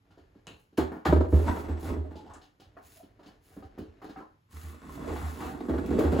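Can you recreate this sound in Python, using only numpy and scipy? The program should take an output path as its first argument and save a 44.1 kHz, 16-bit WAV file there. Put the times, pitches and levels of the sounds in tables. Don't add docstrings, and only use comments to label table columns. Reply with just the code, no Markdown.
import sys
import numpy as np
from scipy import signal
from scipy.fft import rfft, irfft
from scipy.io import wavfile
from scipy.ndimage import uniform_filter1d

SR = 44100
rng = np.random.default_rng(int(sys.argv[2]) if len(sys.argv) > 2 else 0)


def to_wav(sig):
    pcm = np.clip(np.atleast_2d(sig), -1, 1) * 32767
    pcm = np.round(pcm).astype(np.int16)
    wavfile.write(sys.argv[1], SR, pcm.T)


N = 273420
T = np.arange(N) / SR
HIT_T = T[:SR // 2]

# frequency in Hz, level in dB.
AMBIENCE_COLOUR = [(18, -40), (30, -15.5), (97, 9), (662, -20), (859, -10.5), (2130, -20.5), (7630, -31.5),
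                   (9150, -37.5), (11900, -27.5), (15000, -55)]
# frequency in Hz, decay T60 in s, strength in dB, correlation of the ports.
ROOM_BANDS = [(80.6, 0.17, -1, 0.98), (240, 0.39, -3.5, 0.8), (605, 0.37, -2.5, -0.2),
              (1160, 0.38, 0, -0.56), (4080, 0.11, -1.5, 0.3), (8700, 0.15, 1.1, -0.1)]

# start in s, length in s, level in dB.
SHUFFLES = [(0.0, 0.5, -61.5), (2, 0.49, -64), (2.574, 0.81, -59.5), (3.442, 0.72, -55)]
# frequency in Hz, level in dB.
CARPET_COLOUR = [(76, -65.5), (130, -23.5), (292, 1), (474, -6), (657, -7.5), (960, -16.5), (1220, -17),
                 (2120, -21), (8000, -41.5), (10400, -62), (17600, -120)]
# start in s, thud in dB, thud centre in Hz, scuff in dB, claw in dB.
STEPS = [(0.105, -68, 173, -64.5, -71), (0.173, -56, 490, -63.5, -71), (0.351, -56, 290, -70, -81),
         (0.725, -61, 284, -74, -80), (0.916, -39, 305, -43, -74), (0.964, -43.5, 268, -53, -76),
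         (2.154, -44.5, 316, -72, -57.5), (2.26, -55, 350, -64, -67), (2.295, -73, 400, -55, -69),
         (2.335, -79, 333, -55.5, -64.5), (2.413, -84, 285, -60, -60.5), (2.597, -59.5, 282, -63.5, -60.5),
         (2.766, -55, 400, -53, -83), (3.029, -54, 308, -69, -69), (3.191, -57.5, 494, -62, -72.5),
         (3.229, -64, 490, -59.5, -66), (3.258, -54.5, 283, -76, -60), (3.278, -57, 301, -60.5, -80),
         (3.565, -44.5, 265, -59.5, -73), (3.623, -51, 490, -63, -68), (3.775, -46, 300, -52.5, -70),
         (3.786, -40, 262, -60, -63), (3.812, -44, 270, -81, -68), (4.016, -52.5, 500, -49, -66),
         (4.041, -46.5, 320, -57, -61), (4.091, -47, 294, -53.5, -60), (4.168, -47.5, 266, -51, -68),
         (4.202, -50.5, 331, -59, -90)]
# start in s, level in dB.
FOOTFALLS = [(0.212, -53), (0.538, -50.5), (0.834, -32.5), (2.662, -53), (2.846, -52), (2.912, -58.5),
             (3.645, -40), (3.806, -37), (3.881, -44), (4.039, -54)]
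# nominal Hz, level in dB, share of the ring time.
BOARD_MODES = [(135, -7.5, 0.24), (178, 1.5, 0.42), (216.6, -5.5, 1.0), (267.6, -2.5, 0.9),
               (307.3, -0.5, 0.89), (376.4, -5, 1), (430, -6.5, 0.99), (543, 8, 0.18), (668, -7, 0.8),
               (770, -10, 0.29)]
# frequency in Hz, level in dB.
SCUFF_COLOUR = [(400, -17.5), (750, 11), (1000, 3.5), (1350, 2.5), (1800, -5), (2600, -19), (4000, -30)]
# frequency in Hz, level in dB.
CLAW_COLOUR = [(1400, -19), (3000, 6), (4500, 0.5), (7000, -7), (11000, -14.5), (16000, -18.5)]

# start in s, length in s, level in dB.
SWISHES = [(0.542, 0.061, -67), (1.276, 0.33, -52), (1.776, 0.1, -49), (2.813, 0.049, -52.5),
           (2.878, 0.11, -57), (3.403, 0.16, -62.5), (4.49, 0.21, -53), (4.86, 0.097, -54),
           (5.096, .4, -52), (5.955, 0.08, -51)]
# frequency in Hz, level in dB.
BRUSH_COLOUR = [(1200, 5.2), (3000, 6.2), (5000, 3.1), (7300, 6.9), (11000, 7.1), (16000, 4.1)]
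# middle in s, pitch in Hz, length in s,
# level in dB, glide and waver as shares of the pitch.
SQUEAKS = [(2.065, 622, 0.088, -49.5, 0.04, 0.024), (2.185, 852, 0.067, -48, 0.041, 0.044),
           (2.283, 821, 0.074, -52.5, 0.11, 0.095), (2.312, 1112, 0.068, -54, 0.086, 0.125),
           (2.362, 1270, 0.039, -55, 0.034, 0.122), (2.975, 666, 0.053, -61, -0.051, 0.05),
           (3.008, 641, .035, -50.5, -0.12, 0.095), (4.21, 1272, 0.053, -53, 0.0067, 0.056),
           (4.225, 1030, 0.084, -54, 0.047, 0.04), (5.409, 910, 0.079, -47, -0.063, 0.133)]
# start in s, level in dB.
FLICKS = [(2.335, -61)]
# frequency in Hz, level in dB.
FLICK_COLOUR = [(2500, -11), (4500, -12), (6200, 1), (8000, 7), (11000, -11), (13000, -25), (16000, -36)]

# start in s, level in dB.
BALL_TICKS = [(0.4694, -41.5)]
# frequency in Hz, level in dB.
SHELL_COLOUR = [(1900, -8), (2400, 1), (2620, 11), (2900, 9), (3350, -1), (4150, 4), (5000, -21),
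                (6800, -5), (8000, -15), (11300, -19), (15000, -32.5)]
# nominal Hz, level in dB, T60 in s.
SHELL_MODES = [(2500, -9, .14), (2640, 0, 0.15), (3015, -7, 0.13), (2890, 4, 0.17), (3420, -3, 0.13),
               (4400, -14, 0.17), (5373, -17, 0.14), (6800, -18, 0.19), (9920, -22, .2), (11500, -20, 0.24)]

# time in s, panel in dB, friction in dB.
SCRAPE = [(1.36, -40, -40.5), (1.452, -33.5, -39), (1.49, -25.5, -31.5), (1.556, -40, -41),
          (1.814, -50.5, -52), (1.906, -30.5, -37), (2.016, -46.5, -62), (2.368, -59.5, -56),
          (2.5, -90, -92)]
# frequency in Hz, level in dB.
SCRAPE_BODY = [(65, -60), (110, -13), (130, -16), (193, 8), (230, -4), (280, 7.5), (314, 3.5), (346, 1),
               (378, 6), (424, 3.5), (520, -17.5), (630, -10), (727, -35), (943, -61), (1100, -42),
               (1430, -85), (2420, -120)]
# frequency in Hz, level in dB.
SCRAPE_GRIT = [(380, 5), (650, 1.5), (863, -1), (939, -0.5), (1160, -6.5), (1520, -9.5), (2920, -23),
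               (7280, -32), (8000, -22.5), (10400, -73), (17600, -120)]
# start in s, panel in dB, panel centre in Hz, boom in dB, crack in dB,
# base ring time in s.
KNOCKS = [(0.779, -21.5, 320, -34.5, -33, 0.15), (1.056, -27, 362, -33, -28.5, 0.13),
          (1.083, -25, 146, -28, -54, 0.097), (1.124, -18.5, 358, -22, -37, 0.067),
          (1.161, -26.5, 300, -28.5, -41.5, 0.079), (1.207, -25.5, 390, -44, -43.5, 0.078),
          (1.245, -35, 406, -31, -48.5, 0.082), (1.283, -40, 360, -55, -58, 0.044),
          (1.324, -23.5, 320, -14, -47.5, 0.21), (1.342, -27.5, 172, -21, -46, 0.07),
          (1.392, -37.5, 425, -51, -45.5, 0.093), (1.477, -51, 260, -54, -49, 0.086),
          (1.511, -49, 420, -54, -52, .1), (1.562, -40, 423, -43, -42, 0.082),
          (1.685, -35, 275, -29.5, -47, 0.21), (1.825, -41, 271, -41, -49.5, 0.58),
          (1.963, -38, 318, -32, -56, 0.096), (2.049, -56, 400, -66, -60, 0.076),
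          (2.111, -45.5, 330, -71, -55, 0.13), (4.529, -57, 175, -43.5, -68, 0.17),
          (4.629, -54, 177, -40, -64, 0.35), (4.831, -49.5, 210, -65, -62, 1),
          (4.971, -40.5, 155, -53, -73, 0.26), (5.02, -46.5, 384, -48, -52.5, 0.13),
          (5.094, -38, 343, -36.5, -43.5, 0.18), (5.162, -45, 330, -41, -42, 0.099),
          (5.219, -44.5, 169, -31, -47, 0.31), (5.405, -40, 273, -41.5, -41.5, 0.41),
          (5.607, -37.5, 302, -56, -46, 0.051), (5.686, -28, 284, -44, -47.5, 0.09),
          (5.694, -29.5, 330, -31.5, -45, 0.22), (5.737, -33, 320, -32.5, -45, 0.15),
          (5.783, -32.5, 262, -43, -44, 0.06), (5.819, -40, 278, -47, -71, 0.43),
          (5.839, -45, 424, -55, -52, 0.044), (5.88, -51, 320, -46, -50.5, 0.13),
          (5.951, -35, 332, -46, -55, 0.19), (5.908, -32, 316, -32, -42.5, 0.06),
          (5.927, -31.5, 313, -37, -44.5, 0.21), (5.985, -27, 400, -53, -39.5, 0.12),
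          (6.009, -30.5, 380, -50, -38.5, 0.12), (6.037, -26.5, 314, -26.5, -40, 0.11),
          (6.049, -28.5, 343, -44, -41.5, 0.2), (6.072, -33, 340, -56, -45, 0.068),
          (6.122, -25.5, 295, -30.5, -39, 0.23), (6.189, -24.5, 256, -47, -37, 0.23)]
# nominal Hz, level in dB, share of the ring time.
PANEL_MODES = [(133, -12.5, 1.7), (153.5, -3.5, 1.1), (187.8, -1.5, 0.68), (203.7, -6.5, 1.2),
               (255, -0.5, 0.99), (308.5, 1, 0.72), (341.8, -0.5, 0.48), (376, -7, 2.1), (422, -4, 0.57),
               (470.6, 0, 0.55), (576, -3.5, 0.61), (633.7, -2.5, 1.06), (839, -20, 1), (1010, -7.5, 0.36),
               (1273, -13.5, 0.24), (1573, -10, 0.52)]
# frequency in Hz, level in dB.
CRACK_COLOUR = [(350, -22), (750, 9.5), (1000, 2), (1350, -1), (1900, -6), (2600, -22), (4000, -32)]
# frequency in Hz, level in dB.
SNAP_COLOUR = [(1400, 7.5), (2800, 3.5), (4200, 2), (5500, -9.5), (7500, -6.5), (11000, -18.5),
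               (16000, -20)]

# start in s, level in dB.
CLICKS = [(0.7731, -34), (0.777, -26.5), (2.604, -52), (3.271, -54), (4.043, -50), (4.093, -55),
          (3.603, -55), (3.653, -58), (3.7841, -43), (5.6057, -54), (5.6935, -44), (5.86, -37), (5.99, -27),
          (6.1205, -36)]
# frequency in Hz, level in dB.
CLICK_COLOUR = [(500, -35), (2000, 7.5), (5000, -1), (16000, -1)]
# start in s, nominal lowest mode in Hz, level in dB.
CLACKS = [(1.055, 772, -36.5), (1.056, 1284, -46), (1.126, 606, -26), (1.209, 624, -33.5),
          (1.246, 627, -47.5), (1.325, 620, -39.5), (1.481, 939, -36), (1.496, 920, -39.5),
          (1.511, 965, -38.5), (2.618, 783, -63), (2.767, 688, -53), (2.77, 1215, -65), (3.001, 636, -62.5),
          (3.194, 599, -60.5), (3.516, 764, -66.5), (3.568, 646, -56.5), (3.625, 780, -53.5),
          (4.018, 787, -58), (4.042, 786, -53), (4.088, 740, -60), (4.16, 769, -47.5), (4.163, 1286, -57.5),
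          (4.976, 653, -49), (5.045, 628, -45.5), (5.07, 654, -45), (5.122, 720, -59), (5.103, 762, -54),
          (5.17, 720, -67), (5.264, 700, -53), (5.394, 960, -58), (5.422, 813, -48), (5.481, 774, -44.5),
          (5.607, 680, -54), (5.694, 657, -39), (5.735, 880, -53), (5.786, 650, -47), (5.906, 690, -59),
          (5.987, 786, -42), (6.061, 750, -44), (6.083, 727, -49), (6.124, 581, -39), (6.157, 810, -52),
          (6.19, 725, -38)]
# frequency in Hz, level in dB, T60 in s.
HOLLOW_MODES = [(695.8, 4.5, 0.087), (1100, -0.5, 0.037), (1447, -8.5, 0.05), (1880, -14, 0.027),
                (2520, -17, 0.019)]
# middle of the push in s, level in dB.
BUMPS = [(5.0963, -42), (5.1231, -27), (5.6962, -23), (5.7055, -32), (5.7225, -26), (5.7467, -28),
         (5.9896, -11), (5.9963, -12.5), (6.0384, -19), (6.051, -20), (6.0634, -34), (6.135, -20),
         (6.148, -21), (6.166, -15.5)]
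# time in s, drumming, shell clatter and bright ticks in dB.
TIP = [(4.48, -80, -83.5, -103), (4.57, -62, -60, -83), (4.704, -58, -62.5, -77), (4.914, -53, -60.5, -77),
       (5.092, -38.5, -52, -66), (5.28, -52.5, -53.5, -72), (5.456, -44, -63.5, -60),
       (5.734, -46.5, -59, -104), (5.84, -35, -58.5, -66), (5.988, -32, -55, -66), (6.088, -35, -56, -70),
       (6.2, -32, -48, -56)]
# frequency in Hz, level in dB.
PILE_BODY = [(53, -23.5), (90, -3.5), (108, -13), (178, -0.5), (251, 4), (291, 6), (333, -5), (374, -5),
             (433, -1.5), (475, 0), (569, -16), (631, -10.5), (724, -19.5), (787, -35), (1100, -20.5),
             (1430, -56), (2420, -120)]
# frequency in Hz, level in dB.
PILE_CLATTER = [(400, -32), (700, -14), (1170, -3.5), (1950, -8.5), (2700, -20.5), (4000, -21.5),
                (5700, -25.5), (7500, -19.5), (11000, -27), (16000, -32)]
# frequency in Hz, level in dB.
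GLANCE_COLOUR = [(1900, -13), (2600, 17), (3400, 11), (4500, 8), (5600, 0), (7800, 7), (11000, -20),
                 (15000, -39)]

FLOOR_HZ, FLOOR_T60 = 72.5, 0.19
STEP_T60, PAW_DRAG_T60 = 0.28, 0.31
SWISH_ATTACK_S, SWISH_T60 = 0.062, 0.25
BOX_AIR_HZ, BOX_AIR_T60 = 79, 0.36
SNAP_GROWTH = 0.2
BUMP_HZ = 376
HARD_BIAS = 0.19
PILE_CENTRE_HZ, PILE_RING_S = 275, 0.17
TREBLE_SPLIT_HZ, TREBLE_LAG_S, TOP_HZ = 6200, .000227, 15800


def amp(db):
    return 10 ** (np.asarray(db) / 20)


def unit(x):
    return x / np.sqrt(np.mean(x ** 2))


def unit_attack(x):
    return x / np.sqrt(np.mean(x[HIT_T < .03] ** 2))


def fade(t60):
    return np.exp(-np.log(1000) * HIT_T / max(t60, 1e-3))


def add(track, s, sound):
    start = max(int(s * SR), 0)
    track[start:start + len(sound)] += sound[:N - start]


def gains(rows):
    s, *columns = np.transpose(rows)
    gate = np.interp(T, [s[0] - .02, s[0], s[-1], s[-1] + .05], [0, 1, 1, 0])
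    return [gate * amp(np.interp(T, s, c)) for c in columns]


def stroke(s, length, attack_s, t60):
    rise = np.clip((T - s) / attack_s, 0, 1)
    return rise * np.exp(-np.log(1000) * np.maximum(T - s - length, 0) / t60)


def colour(x, points):
    size = 8192
    hz, db = np.transpose(points)
    bins = np.arange(size // 2 + 1) * SR / size
    log_gain = np.log(amp(np.interp(np.log(bins + 1), np.log(hz + 1), db)))
    cepstrum = irfft(log_gain)[:size // 2]
    cepstrum[1:] *= 2
    response = irfft(np.exp(rfft(cepstrum, size)))
    return signal.fftconvolve(x, response)[:len(x)]


def ring(modes, scatter_db):
    out = 0
    for hz, db, t60 in modes:
        weight = rng.choice([-1, 1]) * amp(db + scatter_db * rng.standard_normal())
        pitch = hz * (1 + 0.011 * rng.standard_normal())
        out = out + weight * fade(t60) * np.sin(2 * np.pi * pitch * HIT_T)
    return out


def struck(table, centre, t60, focus_db):
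    modes = []
    for hz, db, share in table:
        loss = min(focus_db * np.log2(hz / centre) ** 2, 21)
        modes.append((hz, db - loss, t60 * share))
    return unit_attack(ring(modes, scatter_db=-1.0) * (1 - np.exp(-HIT_T / 0.0048)))


def contacts(rate, spread_db):
    size = amp(spread_db * np.clip(rng.standard_normal(N), -2, 2)) * rng.choice([-1, 1], N)
    struck_now = rng.random(N) < rate / SR
    return unit(size * struck_now / np.sqrt(rate))


def boom(push, hz, width_hz):
    b, a = signal.iirpeak(hz, hz / width_hz, fs=SR)
    return unit(signal.lfilter(b, a, signal.lfilter(b, a, push)))


def crackle(points, t60, rise_s):
    grains = contacts(7000, 5.7)[:len(HIT_T)]
    envelope = fade(t60) * (1 - np.exp(-HIT_T / rise_s))
    return unit_attack(colour(grains * envelope, points))


def thump(hz, t60, rise_s, below_hz=50):
    swing = np.sin(2 * np.pi * hz * HIT_T) * fade(t60) * (1 - np.exp(-HIT_T / rise_s))
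    highpass = signal.butter(2, below_hz, "high", fs=SR, output="sos")
    return signal.sosfilt(highpass, unit_attack(swing))


def catching(spread_db, slip_s):
    wander = uniform_filter1d(rng.standard_normal(N), max(int(slip_s * SR), 1))
    return unit(amp(spread_db * unit(wander)))


def diffuse(size):
    hz, _, _, alike = np.transpose(ROOM_BANDS)
    mid, side = rfft(rng.standard_normal((2, size)))
    likeness = np.clip(np.interp(np.arange(len(mid)) * SR / size, hz, alike), -1, 1)
    common = np.sqrt((1 + likeness) / 2) * mid
    opposed = np.sqrt((1 - likeness) / 2) * side
    return irfft(common + np.array([[1], [-1]]) * opposed, size)


def room(x, wet_db):
    hz, t60, db, _ = np.transpose(ROOM_BANDS)
    size = len(HIT_T)
    field = rfft(diffuse(size))
    bins = np.log(np.arange(size // 2 + 1) * SR / size + 1)
    tail = 0
    for share, decay, gain in zip(np.eye(len(hz)), t60, amp(db + wet_db)):
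        envelope = fade(decay) * np.clip(HIT_T / 0.00048, 0, 1)
        band = irfft(field * np.interp(bins, np.log(hz), share), size)
        tail = tail + gain * band * envelope / np.sqrt(np.sum(envelope ** 2))
    return x + signal.fftconvolve(x[None], tail, axes=1)[:, :N]


def ambience():
    return np.array([unit(colour(side, AMBIENCE_COLOUR)) for side in diffuse(N)])


def shuffling(rumble_db=-5, rub_db=-11, drag_db=-11):
    moving = sum(amp(db) * stroke(s, length, attack_s=0.067, t60=0.82) for s, length, db in SHUFFLES)
    drag = sum(amp(scuff) * stroke(s, 0, attack_s=0.022, t60=PAW_DRAG_T60) for s, _, _, scuff, _ in STEPS)
    rumble = amp(rumble_db) * moving * boom(contacts(190, 4.1), 57, 55)
    rub = amp(rub_db) * moving + amp(drag_db) * drag
    return rumble + rub * unit(colour(contacts(900, 3.4), CARPET_COLOUR))


def steps(thud_db=-1, floor_db=-12, scuff_db=-4, claw_db=-6, weight_db=-3):
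    out = np.zeros(N)
    for s, body, centre, scuff, claw in STEPS:
        add(out, s, amp(body + thud_db) * struck(BOARD_MODES, centre, 0.56 * STEP_T60, focus_db=4.0))
        add(out, s, amp(body + floor_db) * thump(FLOOR_HZ, FLOOR_T60, rise_s=0.0068))
        add(out, s, amp(scuff + scuff_db) * crackle(SCUFF_COLOUR, 0.98 * STEP_T60, rise_s=0.0016))
        add(out, s, amp(claw + claw_db) * crackle(CLAW_COLOUR, STEP_T60, rise_s=0.0034))
    for s, db in FOOTFALLS:
        add(out, s, amp(db + weight_db) * thump(FLOOR_HZ, FLOOR_T60, rise_s=0.0048))
    return out


def swishes(brush_db=-6.0):
    slide = sum(amp(db) * stroke(s, length, SWISH_ATTACK_S, SWISH_T60) for s, length, db in SWISHES)
    hiss = unit(colour(contacts(2500, 2.6), BRUSH_COLOUR))
    return amp(brush_db) * slide * catching(1.9, slip_s=.006) * hiss


def squeaks(squeak_db=-1, waver_s=0.0026):
    out = np.zeros(N)
    for s, hz, length, db, glide, waver in SQUEAKS:
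        size = int(length * SR)
        noise = rng.standard_normal((2, len(HIT_T)))
        drift, grip = (unit(uniform_filter1d(row, int(waver_s * SR)))[:size] for row in noise)
        pitch = hz * (1 + glide * np.linspace(-.5, .5, size) + waver * drift)
        slips = np.sin(2 * np.pi * np.cumsum(pitch) / SR) * amp(0.78 * grip)
        add(out, s - length / 2, amp(db + squeak_db) * np.hanning(size) * unit(slips))
    return out


def flicks(t60=0.17):
    out = np.zeros(N)
    for s, db in FLICKS:
        add(out, s, amp(db) * crackle(FLICK_COLOUR, t60, rise_s=.0005))
    return out


def ball_tick(shell_db=-13, modes_db=-18, tap_db=-8, tick_db=-15):
    tap_colour = [(100, -4.5), (300, -6.5), (900, -13.5), (2000, -25.5), (4200, -31), (6000, -39), (12000, -45)]
    tick_colour = [(1000, 5), (4000, -4), (7500, 5), (15000, -18.5)]
    out = np.zeros(N)
    for s, db in BALL_TICKS:
        tap = amp(tap_db) * crackle(tap_colour, 0.33, rise_s=0.00075)
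        tick = amp(tick_db) * crackle(tick_colour, 0.0039, rise_s=0.0001)
        buzz = amp(shell_db) * crackle(SHELL_COLOUR, 0.33, rise_s=0.0001)
        ringing = amp(modes_db) * unit_attack(ring(SHELL_MODES, scatter_db=1.0))
        add(out, s, amp(db) * (buzz + ringing + tap + tick))
    return out


def scrape(panel_db=-3, air_db=-3, grit_db=-1):
    body, friction = gains(SCRAPE)
    slips = contacts(350, 1.9)
    grit = unit(colour(slips + 3.3 * contacts(4000, 3.6), SCRAPE_GRIT))
    drum = amp(panel_db) * unit(colour(slips, SCRAPE_BODY)) + amp(air_db) * boom(slips, BOX_AIR_HZ, 16.5)
    return body * drum + amp(grit_db) * friction * catching(2.7, slip_s=0.014) * grit


def knocks(panel_db=-1, air_db=-3, crack_db=-3, snap_db=-14, lead_s=.006):
    out = np.zeros(N)
    for s, body, centre, low, crack, t60 in KNOCKS:
        add(out, s, amp(body + panel_db) * struck(PANEL_MODES, centre, t60, focus_db=11.0))
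        add(out, s, amp(low + air_db) * thump(BOX_AIR_HZ, BOX_AIR_T60, rise_s=0.014))
        add(out, s - lead_s / 2, amp(crack + crack_db) * crackle(CRACK_COLOUR, 1.6 * t60, rise_s=0.00088))
        snap = crack + snap_db + SNAP_GROWTH * (crack + 38.0)
        add(out, s - lead_s, amp(snap) * crackle(SNAP_COLOUR, 2.0 * t60, rise_s=0.004))
    return out


def clicks(click_db=-23, t60=0.033):
    out = np.zeros(N)
    for s, db in CLICKS:
        add(out, s, amp(db + click_db) * crackle(CLICK_COLOUR, t60, rise_s=.0001))
    return out


def clacks(clack_db=-2, rise_s=0.0011):
    out = np.zeros(N)
    for s, lowest, db in CLACKS:
        modes = [(hz * lowest / HOLLOW_MODES[0][0], level, t60) for hz, level, t60 in HOLLOW_MODES]
        sound = ring(modes, scatter_db=0.5) * (1 - np.exp(-HIT_T / rise_s))
        add(out, s, amp(db + clack_db) * unit_attack(sound))
    return out


def bumps(bump_db=-3):
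    out = np.zeros(N)
    for s, db in BUMPS:
        push = (np.pi * BUMP_HZ * (T - s)) ** 2
        out += amp(db + bump_db) * (1 - 2 * push) * np.exp(-np.minimum(push, 50))
    return out


def rolling_balls(pile_db=0, panel_db=-4, air_db=-22, air_growth=0.66, wall_db=-9, clatter_db=-1,
                  hollow_db=-2, tick_db=0, count=8):
    body, clatter, bright = gains(TIP)
    low = body ** air_growth
    rate = 190 + 70 * np.sqrt(body / body.max())
    hits, hollow = np.zeros(N), np.zeros(N)
    for pitch in np.geomspace(.85, 1.18, count):
        own = contacts(rate / count, spread_db=3.5)
        hits += own
        hard = own * np.abs(own) ** HARD_BIAS
        modes = [(hz * pitch, db, t60) for hz, db, t60 in HOLLOW_MODES]
        hollow += signal.fftconvolve(hard, ring(modes, scatter_db=-10.5))[:N]

    drum = amp(pile_db) * unit(colour(hits, PILE_BODY)) + amp(wall_db) * boom(hits, 143, 74)
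    panels = struck(PANEL_MODES, PILE_CENTRE_HZ, PILE_RING_S, focus_db=15)
    drum += amp(panel_db) * unit(signal.fftconvolve(hits, panels)[:N])
    air = amp(air_db) * boom(hits, 70.0, 36)
    shells = amp(clatter_db) * unit(colour(unit(hits) + contacts(3000, 2.9), PILE_CLATTER))
    shells += amp(hollow_db) * unit(hollow)
    ticks = amp(tick_db) * unit(colour(contacts(630, 1.2), GLANCE_COLOUR))
    return body * drum + low * air + clatter * shells + bright * ticks


def scene():
    floor = room(shuffling() + steps() + swishes() + squeaks() + flicks() + ball_tick(), wet_db=-1.0)
    flap = room(knocks(), wet_db=0.63)
    pile = room(scrape() + rolling_balls(), wet_db=1.7)
    plastic = room(clicks() + clacks(), wet_db=1.5)
    wall = room(bumps(), wet_db=3.5)
    return amp(-69.5) * ambience() + floor + flap + pile + plastic + wall


def record(dry):
    left_colour = [(70, -1.7), (250, -1), (600, 0), (1200, 1), (2300, 3), (4200, 2.2), (8000, 0)]
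    left = colour(dry[0], left_colour)
    ports = rfft(np.array([left, dry[1]]), 2 * N)
    hz = np.arange(N + 1) * SR / (2 * N)
    late_inverted = -np.exp(-2j * np.pi * hz * TREBLE_LAG_S)
    treble = ports[1] * np.array([late_inverted, np.ones(len(hz))])
    share = np.clip((hz - TREBLE_SPLIT_HZ) / 500 + .5, 0, 1)
    both = irfft((1 - share) * ports + share * treble)[:, :N]
    thinned = signal.sosfilt(signal.butter(4, 36, "high", fs=SR, output="sos"), both)
    return signal.sosfilt(signal.ellip(8, .2, 70, TOP_HZ, fs=SR, output="sos"), thinned)


dry = scene()
out = record(dry)
to_wav(out)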